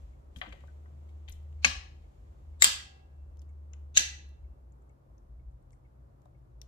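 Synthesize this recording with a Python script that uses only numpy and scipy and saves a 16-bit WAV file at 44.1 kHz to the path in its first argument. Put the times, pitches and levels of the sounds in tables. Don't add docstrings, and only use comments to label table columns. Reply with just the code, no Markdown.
import sys
import numpy as np
from scipy import signal
from scipy.fft import rfft, irfft
from scipy.io import wavfile
from scipy.ndimage import uniform_filter1d

SR = 44100
rng = np.random.default_rng(int(sys.argv[2]) if len(sys.argv) > 2 else 0)


def file_out(sig):
    cols = np.atleast_2d(sig).T
    lim = np.clip(cols, -1, 1)
    pcm = np.round(lim * 32767).astype(np.int16)
    wavfile.write(sys.argv[1], SR, pcm)


def voltage_ratio(decibels):
    exponent = np.asarray(decibels, float) / 20
    return 10 ** exponent


N = 294367
PUFF_LEAD_S = 64 / SR
PORT_LAG_S = .00022


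def rms_one(x):
    return x / np.sqrt(np.mean(x ** 2) + 1e-20)


def in_time(rows):
    s, *columns = np.transpose(rows)
    return [np.interp(np.arange(N) / SR, s, c) for c in columns]


def at_hz(points, hz):
    table_hz, values = np.array(points).T
    return np.interp(np.log(np.maximum(hz, 1)), np.log(table_hz), values)


def band(x, low_hz, high_hz, order=2):
    return signal.sosfilt(signal.butter(order, [low_hz, high_hz], "band", fs=SR, output="sos"), x)


def resonance(hz, mode_hz, width_hz):
    return 1 / (1 + (2 * (hz - mode_hz) / width_hz) ** 2)


def drift(rate):
    knots = rng.standard_normal(int(rate * N / SR) + 2)
    curve = np.interp(np.arange(N) * rate / SR, np.arange(len(knots)), knots)
    return uniform_filter1d(curve, size=2000)


def add(out, s, sound):
    i = int(s * SR)
    out[..., i:i + sound.shape[-1]] += sound[..., :max(N - i, 0)]


def place(out, s, sound, pan_db):
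    add(out[0], s, sound[0] * voltage_ratio(pan_db / 2))
    add(out[1], s + PORT_LAG_S, sound[1] * voltage_ratio(-pan_db / 2))


def ring(hz, t60, rise_s, seconds):
    t = np.arange(int(seconds * SR)) / SR
    onset = (1 - np.exp(-t / rise_s)) ** 2
    decay = voltage_ratio(-60 * t / np.reshape(t60, (-1, 1)))
    return onset * decay * np.sin(2 * np.pi * np.reshape(hz, (-1, 1)) * t)


def causal(db):
    folded = irfft(db * np.log(10) / 20)
    folded[1:len(db) - 1] *= 2
    folded[len(db):] = 0
    return np.exp(rfft(folded))


def burst(colour_db, t60, rise_s):
    t = np.arange(8192) / SR
    shared, left, right = rng.standard_normal((3, 8192))
    puff = shared + np.array([left, right])
    puff = puff * (1 - np.exp(-t / rise_s)) * voltage_ratio(-60 * t / t60)
    puff = np.roll(puff, 64, axis=1)
    colour = causal(colour_db(np.fft.rfftfreq(8192, 1 / SR) + 1))
    puff = irfft(rfft(puff) * colour)[:, :6000]
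    return puff / abs(puff).max()


# (frequency [Hz], likeness [-1 to 1])
LIKENESS = [(60, 0.97), (130, 0.97), (290, 0.43), (640, -0.46), (1410, -0.46), (3100, -0.11), (6820, 0.04),
            (15000, 0.01)]


def stereo_noise(spectrum, low_hz, high_hz):
    hz = np.fft.rfftfreq(N, 1 / SR)
    mid, side = rfft(rng.standard_normal((2, N))) * voltage_ratio(at_hz(spectrum, hz))
    alike = np.clip(at_hz(LIKENESS, hz), -1, 1)
    mid = np.sqrt(1 + alike) * mid
    side = np.sqrt(1 - alike) * side
    inside = (hz > low_hz) & (hz < high_hz)
    rms = np.sqrt(2 * np.sum(abs(mid[inside]) ** 2)) / N
    return irfft((mid + side * np.array([[1], [-1]])) / rms, N)


# (frequency [Hz], density [dB per Hz])
ROOM_TONE = [(60, -18), (90, -1.5), (110, -10.5), (160, -12), (250, -17.5), (340, -15), (450, -20),
             (560, -17), (800, -22.5), (1200, -27), (1800, -38.5), (3000, -53.5)]


def traffic_wash():
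    fade_db = -0.41 * np.arange(N) / SR
    return voltage_ratio(-70 + fade_db + .6 * drift(9.0)) * stereo_noise(ROOM_TONE, 300, 1500)


# (frequency [Hz], density [dB per Hz])
HISS = [(800, -10), (2000, 0), (4000, -5.5), (7500, -10), (8500, -16), (16000, -16)]


def hiss():
    return voltage_ratio(-94) * stereo_noise(HISS, 800, 16000)


# (time [s], level [dB])
RUB = [(0, -79), (.3, -90), (.4, -74), (.8, -84), (2.4, -84.5), (3.6, -93), (4.3, -89.5), (4.7, -100)]
# (frequency [Hz], density [dB per Hz])
RUB_COLOUR = [(800, -12), (2000, 2.5), (3500, -2), (5000, -7.5), (7500, -3.5), (8500, -13.5),
              (15000, -18.5)]


def skin_rub():
    level_db = in_time(RUB)[0]
    return voltage_ratio(level_db) * stereo_noise(RUB_COLOUR, 800, 16000)


# (time [s], frequency [Hz], level [dB])
DRONE = [(0.0, 69.7, -51.5), (0.39, 70.7, -54.5), (0.5, 60.79, -70), (0.63, 71.83, -51.5),
         (0.85, 74.85, -47.5), (1.6, 75.24, -43.5), (2.25, 74.27, -59.5), (2.32, 76.7, -61.5),
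         (2.51, 76, -47.5), (2.84, 72.33, -57.5), (3.53, 73.7, -44.5), (4.5, 70.04, -48), (4.57, 69.3, -61),
         (4.66, 60.8, -52.5), (5.5, 62.72, -72.5), (6.04, 61.8, -52.5), (6.13, 58.46, -70), (6.67, 59, -53)]


def drone():
    waver_db, waver_per_s = 1.5, 6.0
    gear_s = 5.17
    hz, db = in_time(DRONE)
    slowed = np.clip((np.arange(N) / SR - gear_s) / 0.13, 0, 1)
    turn = 2 * np.pi * np.cumsum(hz) / SR + np.array([[.1], [-.1]])
    line = np.sqrt(2) * voltage_ratio(db + waver_db * drift(waver_per_s)) * np.sin(turn)

    note_noise, rumble_noise = rng.standard_normal((2, N))
    loose_note = voltage_ratio(-68.5) * rms_one(band(note_noise, 130, 135))
    octave = slowed * voltage_ratio(-62 + waver_db * drift(waver_per_s)) * np.sin(2 * turn[0])

    both_ports = rumble_noise + 0.085 * note_noise * np.array([[1], [-1]])
    gusts_db = -56.5 + 5.5 * drift(4.0)
    rumble = voltage_ratio(gusts_db) * rms_one(band(both_ports, 44, 70, order=3))
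    return (line + rumble) * voltage_ratio([[.4], [-.4]]) + (loose_note + octave) * voltage_ratio([[2.5], [-2.5]])


CLOCK_DB = (-64, -66)
# (frequency [Hz], level [dB], t60 [s])
CLOCK_MODES = [(2190, 0, .07), (2680, -6, .04)]


def clock():
    first_s, period_s, tock_late_s = .133, .4762, .022
    out = np.zeros(N)
    hz, db, t60 = np.transpose(CLOCK_MODES)
    for k in range(14):
        is_tock = k % 2
        s = first_s + k * period_s + is_tock * tock_late_s
        add(out, s, voltage_ratio(CLOCK_DB[is_tock] + db) @ ring(hz, t60, .002, .2))
    return out * [[1], [-.25]]


# (time [s], peak level [dB], brightest frequency [Hz], t60 [s])
CHINKS = [(.36, -52.5, 3200, 0.035), (0.491, -55.5, 6170, .006), (0.679, -57.5, 1500, 0.069),
          (1.285, -54.5, 6540, 0.06), (1.32, -49, 6300, .008), (1.3235, -48, 6200, .015),
          (1.2953, -47, 12700, .006), (3.393, -59, 5940, 0.0092), (3.491, -72.5, 7495, 0.044),
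          (4.721, -70, 7350, 0.024), (4.819, -75, 7456, 0.032), (4.893, -70, 7290, 0.018),
          (5.508, -82, 7500, 0.073), (5.625, -73.5, 8630, 0.0064), (5.719, -66.5, 8260, 0.15),
          (5.729, -66, 2000, 0.04), (5.73, -68, 5700, .02), (5.858, -68, 2200, .04),
          (3.733, -47.5, 6480, 0.014), (5.179, -66.5, 5810, 0.018), (6.6155, -52, 3700, .008), ]
# (time [s], peak level [dB], brightest frequency [Hz],
# t60 [s])
KNOCKS = [(.414, -27.5, 2120, 0.036), (.42, -41, 1200, .04), (0.438, -51, 1630, 0.19),
          (.425, -42, 840, 0.14), (.459, -43, 1100, 0.055), (0.5238, -42, 2400, 0.044),
          (.431, -46, 2600, 0.053), (.461, -47.5, 2580, 0.068), (.526, -48, 560, 0.1),
          (.524, -48, 1350, .03), (.448, -46, 1150, .03), (.475, -50, 700, .06), (.608, -60, 1600, .02),
          (.636, -49.5, 725, 0.037), (.856, -57.5, 1223, .033), (1.278, -49, 2746, 0.053),
          (1.284, -40.5, 2773, 0.035), (1.295, -41.5, 12760, 0.0061), (1.32, -48, 9680, 0.02),
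          (3.735, -51, 1990, 0.025), (1.3, -52, 3200, .03), (6.257, -51, 750, .025), ]
# (time [s], peak level [dB], brightest frequency
# [Hz], t60 [s])
TICKS = [(.361, -45, 1200, 0.026), (1.285, -46.5, 1290, 0.044), (1.283, -54, 6500, .02),
         (1.428, -66, 9000, .005), (0.365, -52, 5870, 0.11), (.385, -51, 5940, 0.045),
         (0.606, -62, 4556, 0.012), (0.673, -61.5, 3980, 0.021), (1.089, -66, 3456, 0.078),
         (1.313, -53, 9130, 0.0061), (1.527, -61, 3000, 0.006), (2.02, -66, 3276, 0.072),
         (3.37, -62, 5970, 0.011), (3.417, -59, 7090, 0.031), (4.29, -63, 7894, 0.0088),
         (5.706, -63, 5060, .011), (6.218, -65, 7500, .01), (.372, -54, 9000, .04),
         (0.409, -58, 10000, 0.034), (.525, -53, 3500, .02), (.36, -55, 6000, .05),
         (6.6155, -42, 5800, .012), (6.255, -66, 6000, .015), ]
# (spread [octaves], left over right [dB], sent to the walls [dB])
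TOUCH_KINDS = [
    (.22, 11, -13),
    (.62, 6.5, -6),
    (1.398, 6.5, -10),
]
# (frequency [Hz], width [Hz])
PLATE = [(560, 140), (730, 92), (1190, 75), (1550, 120), (2000, 420), (2360, 280), (3150, 1800),
         (3800, 670), (4600, 140), (5300, 100), (6200, 606), (7100, 550)]


def touches():
    out, sent = np.zeros((2, N)), 0
    plate_hz, width_hz = np.transpose(PLATE)
    for rows, (spread, pan_db, send_db) in zip((CHINKS, KNOCKS, TICKS), TOUCH_KINDS):
        kind = np.zeros((2, N))
        for s, db, hz, t60 in rows:
            def colour_db(f):
                hump_db = np.maximum(-6 * (np.log2(f / hz) / spread) ** 2, -42)
                return hump_db + 9.5 * np.max(resonance(f[:, None], plate_hz, width_hz), axis=1)
            touch = voltage_ratio(db) * burst(colour_db, t60, rise_s=.0006)
            place(kind, s - PUFF_LEAD_S, touch, pan_db)
        out = out + kind
        sent = sent + voltage_ratio(send_db) * kind
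    return out, sent


# (time [s], peak level [dB], frequency [Hz], t60 [s])
PINGS = [(.361, -50, 3200, .04), (.4145, -41, 2002, .035), (.4145, -42, 2352, .035),
         (.4145, -43, 3129, .03), (.4145, -45, 1146, .05), (.4145, -45, 1277, .05), (.4145, -45, 724, .07),
         (.524, -50, 2350, .025), (.524, -52, 3130, .02), (6.6155, -41, 5600, .012)]


def pings():
    out = np.zeros((2, N))
    for s, db, hz, t60 in PINGS:
        place(out, s, voltage_ratio(db) * ring([hz, hz], t60, 0.00013, .2), 13.0)
    return out


# (time [s], peak level [dB], frequency [Hz], t60 [s])
THUDS = [(0.364, -18, 107, 0.022), (0.365, -40.5, 253, 0.087), (0.467, -39.5, 303, 0.078),
         (1.301, -45.5, 37, 0.38), (1.65, -32, 253, 0.11), (2.66, -39.5, 281.2, 0.097),
         (3.975, -47, 36, .2), (3.984, -44, 267.5, 0.13), (3.99, -47.5, 520.7, 0.15)]


def thuds():
    out = np.zeros(N)
    for s, db, hz, t60 in THUDS:
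        add(out, s, voltage_ratio(db) * ring([hz, hz * .67], [t60, t60], 0.0087, 0.27).sum(axis=0))
    return out


# (landing time [s], level [dB], rise [dB per s])
LEAD_INS = [
    (1.6457, -44.5, 698.5),
    (2.6208, -37.5, 1003),
    (3.9704, -33, 703.5),
]
# (frequency [Hz], width [Hz], level [dB])
LEAD_IN_BANDS = [
    [(2400, 500, 10), (4306, 400, 12.5), (6460, 607, 7)],
    [(1700, 500, 7), (3800, 900, 12), (7500, 1200, 14.5)],
    [(2652, 400, 9), (3700, 500, 13), (4400, 400, 10), (6655, 1000, 13)],
]


def lead_ins():
    length = 1300
    out = np.zeros((2, N))
    before = np.arange(-length, 0) / SR
    hz = np.fft.rfftfreq(length, 1 / SR)
    for (s, db, rise_db), colour, modes in zip(LEAD_INS, CRACKS, LEAD_IN_BANDS):
        bands_db = sum(top_db * resonance(hz, mode_hz, width_hz) for mode_hz, width_hz, top_db in modes)
        soft_noise = irfft(rfft(rng.standard_normal((2, length))) * voltage_ratio(at_hz(colour, hz) + bands_db))
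        fade_in = np.minimum((before - before[0]) / 0.012, 1)
        swell = voltage_ratio(db + rise_db * before) * fade_in
        place(out, s + before[0], rms_one(soft_noise) * swell, 0)
    return out


# (time [s], ring level [dB], ring frequency [Hz], left over right [dB], crack level [dB])
SNAPS = [
    [(1.6455, -13.5, 2620, 15.5, -10), (1.647, -13.5, 1680, 0.5, -25.5), (1.649, -19, 6510, 18.5, -24),
     (1.6493, -20.5, 2220, 21.5, -34), (1.6493, -18.5, 4320, -7, -17.5), (1.6495, -38, 9100, 0, -40),
     (1.654, -23, 2500, 5, -20), (1.6575, -25, 2300, 0, -26)],
    [(2.61, -38, 7300, 10, -50), (2.6165, -27, 7390, 14, -45.5), (2.619, -27, 7400, 14, -45),
     (2.6216, -15, 3840, -8.5, -4), (2.6216, -13, 2000, 14, -30), (2.6235, -24, 12500, -8, -30),
     (2.627, -19, 2150, 14, -30), (2.6222, -7, 7460, 11.5, -22.5), (2.6243, -11, 7180, 5.5, -20),
     (2.6262, -12.5, 7100, 6.5, -19), (2.629, -22, 3900, -5, -26), (2.6375, -20.5, 6970, 15.5, -20.5),
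     (2.6395, -14, 7400, 14.5, -34.5), (2.6432, -2, 7700, 3, -3.5), (2.6434, -20, 3150, -2.5, -29.5),
     (2.6436, -25, 12600, -8, -30), (2.6436, -22, 4900, 0, -30), (2.6472, -16, 7200, 4.5, -14)],
    [(3.9655, -26, 3930, 3.5, -18.5), (3.9714, -20.5, 3770, -9, -8.5), (3.9718, -19, 2770, -11.5, -40),
     (3.9722, -9, 7240, 3, -12.5), (3.9765, -5, 6400, 9, -21), (3.9718, -31, 14200, -6, -35),
     (3.9585, -36, 6500, 10, -48), (3.9635, -30, 6600, 10, -40), (3.978, -12.5, 6800, 1, -30.5),
     (3.979, -24, 3200, -3, -20), (3.9735, -21.5, 3700, -3.5, -15), (3.9905, -26, 3500, -0.5, -26),
     (3.9935, -21, 6200, -2.5, -28.5)],
]
# (frequency [Hz], density [dB per Hz])
CRACKS = [
    [(180, -44.5), (300, -26), (446, -22.5), (640, -17), (860, -12), (956, -17), (1130, -6), (1250, -10),
     (1800, -13), (2600, -8), (6530, -13), (9000, -23), (15700, -42)],
    [(180, -49.5), (350, -32), (545, -22), (722, -21), (1100, -8), (1600, -9), (1850, -12), (3200, -6.5),
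     (6530, -6.5), (7700, -5), (11100, -18), (15700, -17)],
    [(180, -38.5), (300, -12.5), (485, -35.5), (592, -25), (1000, -23), (1250, -14), (1570, -9.5),
     (3660, -4.5), (5010, -10), (6310, -3.5), (7090, -10), (15700, -29)],
]
CRACK_PAN_DB = [3, -1.5, -1.5]


def snaps():
    rings, cracks = np.zeros((2, N)), np.zeros((2, N))
    seated_t60_s, t60_doubles_per_db = .0045, .11
    most_cycles = 75
    for contacts, colour, modes, side_db in zip(SNAPS, CRACKS, TUBES, CRACK_PAN_DB):
        tube_hz = np.array(modes)[:, 0]

        def colour_db(f):
            return at_hz(colour, f) + 5 * np.max(resonance(f[:, None], tube_hz, 110), axis=1)
        for s, db, hz, pan_db, crack_db in contacts:
            t60 = min(seated_t60_s * 2 ** (-db * t60_doubles_per_db), most_cycles / hz)
            mode = ring([hz, hz], t60, .0005, .1)
            place(rings, s, voltage_ratio(db) * mode / mode.max(), pan_db)
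            crack = burst(colour_db, t60=0.012, rise_s=0.00033)
            rattle = voltage_ratio(-12) * burst(colour_db, t60=0.052, rise_s=.002)
            place(cracks, s - PUFF_LEAD_S, voltage_ratio(crack_db) * (crack + rattle), side_db)
    return rings, cracks


LANDINGS_S = [1.647, 2.623, 3.973]
# (frequency [Hz], level [dB], t60 [s])
TUBES = [
    [(545, -45, .25), (759, -58, 1.0), (1136, -48, .25), (1675, -58, .55), (2239, -51, .3),
     (2557, -48, .33), (2853, -40, .36), (3585, -48, .33), (4290, -43, .36), (4549, -49, .36),
     (6551, -45, .25)],
    [(545, -46, .4), (760, -59, 1.6), (813, -59, 1.2), (1600, -47, .55), (1640, -42, .7), (1690, -47, .5),
     (1933, -46, .43), (2690, -56, 1.3), (2724, -48, .45), (3252, -45, .38), (3682, -44, .4),
     (4129, -45, .33), (4522, -46, .35), (4915, -44, .36), (5087, -41, .3)],
    [(560, -52, .3), (807, -62, 1.0), (1650, -46, .55), (1997, -48, .4), (2309, -50, .36), (2692, -54, .9),
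     (3042, -49, .37), (3620, -43, .48), (4060, -41, .52), (5087, -48, .38), (5475, -49, .3),
     (5975, -52, .43)],
]


def tubes():
    beats_per_s, steady_share = 24, .85
    out, t = np.zeros((2, N)), np.arange(SR) / SR
    for s, modes in zip(LANDINGS_S, TUBES):
        for hz, db, t60 in modes:
            knots = rng.standard_normal((2, 2, beats_per_s + 1))
            for port, (real, imag) in enumerate(knots):
                beating = np.interp(t * beats_per_s, np.arange(len(real)), real + 1j * imag)
                flutter = steady_share + beating / 2
                wave = (flutter * np.exp(2j * np.pi * (hz * t + port * .3))).imag
                add(out[port], s, voltage_ratio(db - 60 * t / t60) * np.minimum(t / .01, 1) * wave)
    return out


# (frequency [Hz], t60 [s])
ROOM_DECAY = [(300, .3), (800, .43), (2100, .46), (5500, .39), (9000, .3), (14600, .23)]
# (frequency [Hz], level [dB])
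ROOM_COLOUR = [(300, -4.5), (1000, -2.5), (3000, 0.5), (7000, 0), (15000, -0.5)]


def room(x, wet_db, onset_s):
    t = np.arange(int(.8 * SR)) / SR
    edges = 200 * 2 ** np.arange(0, 6.6, .5)
    white, tail = rng.standard_normal((2, 2, len(t))), 0
    for k, (low, high) in enumerate(zip(edges, edges[1:])):
        hz = np.sqrt(low * high)
        decay_db = at_hz(ROOM_COLOUR, hz) - 60 * t / at_hz(ROOM_DECAY, hz)
        tail = tail + band(white[k % 2], low, high) * voltage_ratio(decay_db)
    tail = tail * (1 - np.exp(-(t / onset_s) ** 2)) * voltage_ratio(wet_db)
    return signal.fftconvolve(x, tail, axes=1)[:, :N]


def widen(x, boost_db):
    mid, side = (x[0] + x[1]) / 2, (x[0] - x[1]) / 2
    side = side + voltage_ratio(boost_db) * band(side, 350, 1500, order=1)
    return np.array([mid + side, mid - side])


def scene():
    rings, cracks = snaps()
    ticks, ticks_sent = touches()
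    bumps = thuds() * voltage_ratio([[2.5], [-2.5]])
    tones = pings()
    sent = cracks + bumps + ticks_sent + voltage_ratio(-20) * tones + voltage_ratio(-15.5) * rings
    near = rings + cracks + ticks + tones - bumps + lead_ins() + tubes()
    near = near + room(sent, wet_db=-32, onset_s=0.0052)
    background = traffic_wash() + hiss() + skin_rub()
    return widen(near, boost_db=-11) + background + drone() + clock()


def band_limit(x):
    return signal.sosfilt(signal.butter(12, 15850, fs=SR, output="sos"), x)


def record(dry):
    limited = np.tanh(dry / 1.15) * 1.15
    cut = signal.sosfilt(signal.cheby2(10, 60, 16300, fs=SR, output="sos"), limited)
    return band_limit(cut)


dry = scene()
out = record(dry)
file_out(out)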